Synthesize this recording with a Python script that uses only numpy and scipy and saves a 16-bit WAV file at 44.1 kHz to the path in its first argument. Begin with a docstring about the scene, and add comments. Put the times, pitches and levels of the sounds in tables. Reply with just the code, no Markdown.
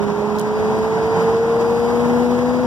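"""A laboratory centrifuge spins up indoors, heard close to its steel casing.
From the start its four buckets hum on two rising tones, over filtered noise for the air they stir.
Near 0.4 s a hand makes a scuff and ticks from bursts of noise, with single ticks near 0.8 and 1.2 s.
From about 0.6 s thin motor whines, rising sines, climb one after another through a panel resonance.
After 1.5 s a faint band of hiss emerges, pulsing once a turn, and sinks back near the end."""
import sys
import numpy as np
from scipy import signal
from scipy.fft import rfft, irfft
from scipy.io import wavfile
from scipy.ndimage import uniform_filter1d

SR = 44100
rng = np.random.default_rng(int(sys.argv[2]) if len(sys.argv) > 2 else 0)


def output_pcm(signal):
    """Save a mono or channel-first signal as 16-bit PCM at the path in sys.argv[1].

    Samples are clipped to [-1, 1] before scaling.
    """
    pcm = np.clip(np.atleast_2d(signal).T, -1, 1) * 32767
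    wavfile.write(sys.argv[1], SR, np.round(pcm).astype(np.int16))


N = 117306
T = np.arange(N) / SR

# Hum swelling and fading at each microphone as its notes climb through standing waves:
# (t/s, bucket note left level/dB, bucket note right level/dB, octave left level/dB, octave right level/dB)
HUM_LEVELS = [(0, -29, -19, -31.5, -19), (0.15, -29.5, -28, -30.5, -19.5), (0.3, -31, -21, -28, -21),
              (0.48, -29, -28, -23.5, -21), (0.65, -22.5, -45, -22, -18), (0.8, -23.5, -54, -23.5, -20),
              (0.95, -31, -36, -21.5, -18), (1.15, -32, -32, -20.5, -18.5), (1.3, -33.5, -29, -17, -16),
              (1.5, -30, -29.5, -16, -18.5), (1.7, -25, -35, -15.5, -20), (1.9, -22, -53, -16.5, -22),
              (2.05, -17.5, -24, -17.5, -23.5), (2.25, -16, -25.5, -18, -23), (2.45, -17.5, -29, -20, -24),
              (2.65, -17, -36, -20, -22.5)]
# Phase by which the bucket note leads on the left: (t/s, lead/rad)
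BUCKET_LEAD = [(0, 2.05), (.35, -1.3), (.95, -3.5), (1.3, -1.2), (1.7, 1), (2.05, -1.5), (2.65, 1.3)]
# Imbalance tone, once a turn: (t/s, left level/dB, right level/dB)
IMBALANCE_LEVELS = [(0, -65, -48), (1.2, -55, -47), (1.7, -48, -38.5), (2.1, -44, -40), (2.65, -41, -38)]
# Third multiple of the bucket note, alike at both microphones: (t/s, level/dB)
THIRD_LEVELS = [(0, -63), (.65, -37.5), (.95, -33), (1.3, -38), (1.7, -46), (2.65, -61)]
# Motor whines: multiples of the rotor speed [1]
WHINE_MULTIPLES = [89.6, 85.6, 82.2, 81.3, 78.1, 77.2]
# Left level of each whine at the top of the panel resonance: (level/dB)
WHINE_PEAKS = [-50, -48, -49, -51.5, -52.5, -55.5]
# Colour of the air rushing in the bowl, before its trim and surges:
# (f/Hz, left level/dB per Hz, right level/dB per Hz)
AIR_COLOUR = [(20, -85, -84), (38, -85, -76), (55, -78, -64), (87.5, -56.5, -57.5), (125.5, -57.5, -51),
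              (177, -52, -47.5), (310, -68, -53), (326, -52.5, -52.5), (570, -57, -53), (680, -56.5, -52),
              (826, -52.5, -52), (991, -52, -51.5), (1242, -62, -62.5), (1460, -57.5, -62.5),
              (1435, -62, -68.5), (1905, -65, -66.5), (2690, -75.5, -73.5), (4100, -79, -79.5),
              (5900, -78.5, -81.5), (6700, -82.5, -79.5), (7420, -84, -89), (8950, -90.5, -87),
              (11400, -97, -89), (15500, -103, -93)]
# Surges of the air, each column taken about its own mean: (t/s, rush level/dB, rumble level/dB)
AIR_SURGES = [(0, -0.5, -1), (.48, -1, -1), (.62, .7, -0.5), (.95, 1, 0), (1.15, 1.6, 1.5), (1.29, 1.5, .5),
              (1.4, -.5, -1), (1.7, 0.4, -3), (2, 0.2, 0), (2.4, 0, -1), (2.66, 0, 0)]
# Drift of the treble in the air: (t/s, level/dB)
AIR_TREBLE = [(0, -2.5), (.5, -2), (.9, -2), (1.25, -1.3), (1.45, -.7), (1.85, .5), (2.25, 1.1),
              (2.66, -0.2)]
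# How far each range follows those levels: (f/Hz, rush share [1], rumble share [1], treble share [1])
AIR_SHARES = [(170, 0.57, 1, 0.15), (400, 0.86, 0, 0.52), (1100, 1, 0.09, 0.047), (2500, 0.9, 0.4, 0.23),
              (7000, 1, 0.14, 0.53), (10000, 1, 0, 1)]
# Depth to which left and right agree or oppose in the stereo-widened air noise: (f/Hz, depth [1])
STEREO_LIKENESS = [(50, .1), (110, 0.74), (290, 0.67), (450, 0.81), (1000, 0.99), (1400, 0.99),
                   (2150, .995), (3200, 0.6), (4350, 0.99), (5300, 0.76), (6400, 0.83), (7400, .6),
                   (8500, 0.41), (10000, .05)]
# Handling taps, level at the right before the envelope:
# (t/s, level/dB, decay/s, lowest f/Hz, highest f/Hz, left minus right level/dB)
HAND_TAPS = [(0.3854, -29.5, 0.004, 2930, 8160, 0), (.3845, -38.5, 0.02, 10500, 16000, -9),
             (.3962, -17, 0.0011, 5500, 13500, -15), (0.395, -21, 0.0011, 5050, 7900, -8),
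             (0.4, -37, 0.0079, 3060, 3600, 3), (.401, -38, 0.0035, 8500, 11500, -11),
             (0.4128, -31, 0.0021, 4230, 9400, 1.5), (0.788, -36, .002, 9300, 11700, -7),
             (1.226, -40, .005, 7500, 14100, -9)]
# Thin hiss at the top of a pulse, at the right: (t/s, level/dB)
HISS_LEVELS = [(0, -80), (1.45, -65), (1.8, -50.5), (2.25, -49.5), (2.38, -62), (2.66, -67)]

START_HZ, RISE_HZ_PER_S, EASE_HZ_PER_S2 = 51, 4.66, 0.14
HUM_FLUTTER = 0.083  # rms share of the level
TONE_WANDER_HZ, TONE_JITTER_RAD = 22, 0.11
IMBALANCE_LEAD_RAD = 2.14
PANEL_HZ, PANEL_WIDTH_HZ, PANEL_AIR_DB = 4815, 61, 4.5
WHINE_RIGHT_DB, WHINE_FLUTTER = -9, 0.32
AIR_TRIM_DB, PATCH_DB, FLICKER_DB, RANDOM_RIPPLE_DB = -0.5, 0.52, 1.26, 0.5
COMB_HZ, COMB_EDGE = 2160, 1.3  # spacing and steepness of the agreeing and opposing bands
FRAME, HOP = 2048, 512  # samples
TAP_RISE_S = 0.00045
HISS_LOW_HZ, HISS_HIGH_HZ, HISS_SHARPNESS, HISS_LEFT_DB = 10000, 12000, 1.2, -12
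BASS_EDGE_HZ, TREBLE_EDGE_HZ = 48, 15870


def rotor(speed):
    """Imbalance shakes once a turn; four passing buckets sound at 4 times the speed, with overtones."""
    hum = curve(HUM_LEVELS, T)
    bucket_lead = curve(BUCKET_LEAD, T)[0]
    imbalance = tone(speed, curve(IMBALANCE_LEVELS, T), IMBALANCE_LEAD_RAD, order=1)
    bucket_note = tone(speed, hum[:2], bucket_lead, order=4)
    octave = tone(speed, hum[2:], order=8)
    third = tone(speed, curve(THIRD_LEVELS, T), order=12)
    return imbalance + bucket_note + octave + third


def tone(speed, level_db, lead=0, flutter=HUM_FLUTTER, order=1):
    """One multiple of the rotor speed at both microphones, shaken a little by turbulence."""
    angle = 2 * np.pi * order * np.cumsum(speed) / SR
    angle = angle + TONE_JITTER_RAD * wander(TONE_WANDER_HZ)
    swell = 1 + flutter * wander(TONE_WANDER_HZ)
    # Root two makes the level an rms level
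    return np.sqrt(2) * amp(level_db) * swell * np.cos([angle, angle - lead])


def air():
    """Turbulent air in the bowl: coloured noise, lifted at the panel resonance, surging in patches."""
    hz = np.fft.rfftfreq(FRAME, 1 / SR)
    t = np.arange(N // HOP + 3) * HOP / SR
    a, b, c, d, patches = rng.standard_normal((5, len(t), len(hz)))

    # Patches smear over neighbouring frames and frequencies
    patches = uniform_filter1d(patches, size=5, axis=0)
    patches = evened(uniform_filter1d(patches, size=14, axis=1))
    # Slight random unevenness across frequency, steady in time
    ripple = evened(uniform_filter1d(rng.standard_normal(len(hz)), size=2))
    ripple = ripple * np.minimum(hz / 1500, 1)

    # Stereo widening: left and right agree in the lows, then alternate with opposition up the range
    comb = -np.cos(2 * np.pi * np.maximum(hz, COMB_HZ / 2) / COMB_HZ)
    bands = np.tanh(COMB_EDGE * comb) / np.tanh(COMB_EDGE)
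    same = np.clip(spectrum(STEREO_LIKENESS, hz)[0] * bands, -1, 1)
    left = a + 1j * b
    right = same * left + np.sqrt(1 - same ** 2) * (c + 1j * d)

    surges = curve(AIR_SURGES, t)
    surges = surges - surges.mean(1, keepdims=True)
    levels = np.vstack([surges, curve(AIR_TREBLE, t)])
    flicker = FLICKER_DB * rng.standard_normal((len(t), 1))
    motion_db = levels.T @ spectrum(AIR_SHARES, hz) + PATCH_DB * patches + flicker
    fixed_db = RANDOM_RIPPLE_DB * ripple + PANEL_AIR_DB * panel(hz)
    colour_db = AIR_TRIM_DB + spectrum(AIR_COLOUR, hz)[:, None]
    frames = np.array([left, right]) * amp(colour_db + motion_db + fixed_db)

    rush = signal.istft(frames.swapaxes(1, 2), nperseg=FRAME, noverlap=FRAME - HOP)[1][:, :N]
    # Scales the overlapping frames for levels given per Hz
    return rush * np.sqrt(1.5 * SR / FRAME)


def motor(speed):
    """High whines at multiples of the speed, each loudest as it crosses the panel resonance."""
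    whine = np.zeros((2, N))
    for order, peak_db in zip(WHINE_MULTIPLES, WHINE_PEAKS):
        whine += panel(order * speed) * tone(speed, peak_db, flutter=WHINE_FLUTTER, order=order)
    return whine * amp([[0], [WHINE_RIGHT_DB]])


def panel(hz):
    """Response of the ringing casing panel, 1 at its peak."""
    return 1 / np.sqrt(1 + (2 * (hz - PANEL_HZ) / PANEL_WIDTH_HZ) ** 2)


def taps():
    """A short scuff and dry ticks of a hand close by: noise bursts that rise fast and die away."""
    out = np.zeros((2, N))
    for start, right_db, decay, low_hz, high_hz, left_db in HAND_TAPS:
        age = np.maximum(T - start, 0)
        envelope = np.minimum(age / TAP_RISE_S, 1) * np.exp(-age / decay)
        out += amp([[right_db + left_db], [right_db]]) * envelope * band_noise(low_hz, high_hz)
    return out


def hiss(speed):
    """A faint high band of noise, swelling once in every turn of the rotor."""
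    turn = 2 * np.pi * np.cumsum(speed) / SR
    pulse = (0.5 + 0.5 * np.cos(turn)) ** HISS_SHARPNESS
    level = amp(curve(HISS_LEVELS, T)) * amp([[HISS_LEFT_DB], [0]])
    return band_noise(HISS_LOW_HZ, HISS_HIGH_HZ) * pulse * level


def band_noise(low_hz, high_hz):
    """Unrelated noise at the two microphones, between two soft edges, at rms 1."""
    hz = np.fft.rfftfreq(N, 1 / SR)
    low_edge = 1 - 1 / (1 + (hz / low_hz) ** 8)
    high_edge = 1 / (1 + (hz / high_hz) ** 12)
    return evened(irfft(rfft(rng.standard_normal((2, N))) * low_edge * high_edge, N))


def wander(rate_hz):
    """Slow random drift of rms 1, its noise rolled off above the rate."""
    hz = np.fft.rfftfreq(N, 1 / SR)
    return evened(irfft(rfft(rng.standard_normal(N)) / (1 + (hz / rate_hz) ** 2), N))


def amp(db):
    """Decibels to gain."""
    return 10 ** (np.asarray(db) / 20)


def evened(x):
    """Scales to rms 1."""
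    return x / np.sqrt(np.mean(x ** 2) + 1e-20)


def curve(table, t):
    """Every column of a table at the times t."""
    at, *columns = np.transpose(table)
    return np.array([np.interp(t, at, column) for column in columns])


def spectrum(table, hz):
    """Every column of a table on a log-frequency axis."""
    at, *columns = np.transpose(table)
    return np.array([np.interp(np.log(hz + 1), np.log(at), column) for column in columns])


def scene():
    """The rotor gains speed, its rise easing a little, and carries hum, whines and hiss with it."""
    speed = START_HZ + RISE_HZ_PER_S * T - EASE_HZ_PER_S2 * T ** 2  # turns per second
    return rotor(speed) + air() + motor(speed) + taps() + hiss(speed)


def record(dry):
    """The recorder cuts the deepest bass and the top treble."""
    bass_cut = signal.butter(10, BASS_EDGE_HZ, "high", fs=SR, output="sos")
    treble_cut = signal.firwin(511, TREBLE_EDGE_HZ, window=("kaiser", 9), fs=SR)
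    return signal.oaconvolve(signal.sosfilt(bass_cut, dry), treble_cut[None], "same")


dry = scene()
out = record(dry)
output_pcm(out)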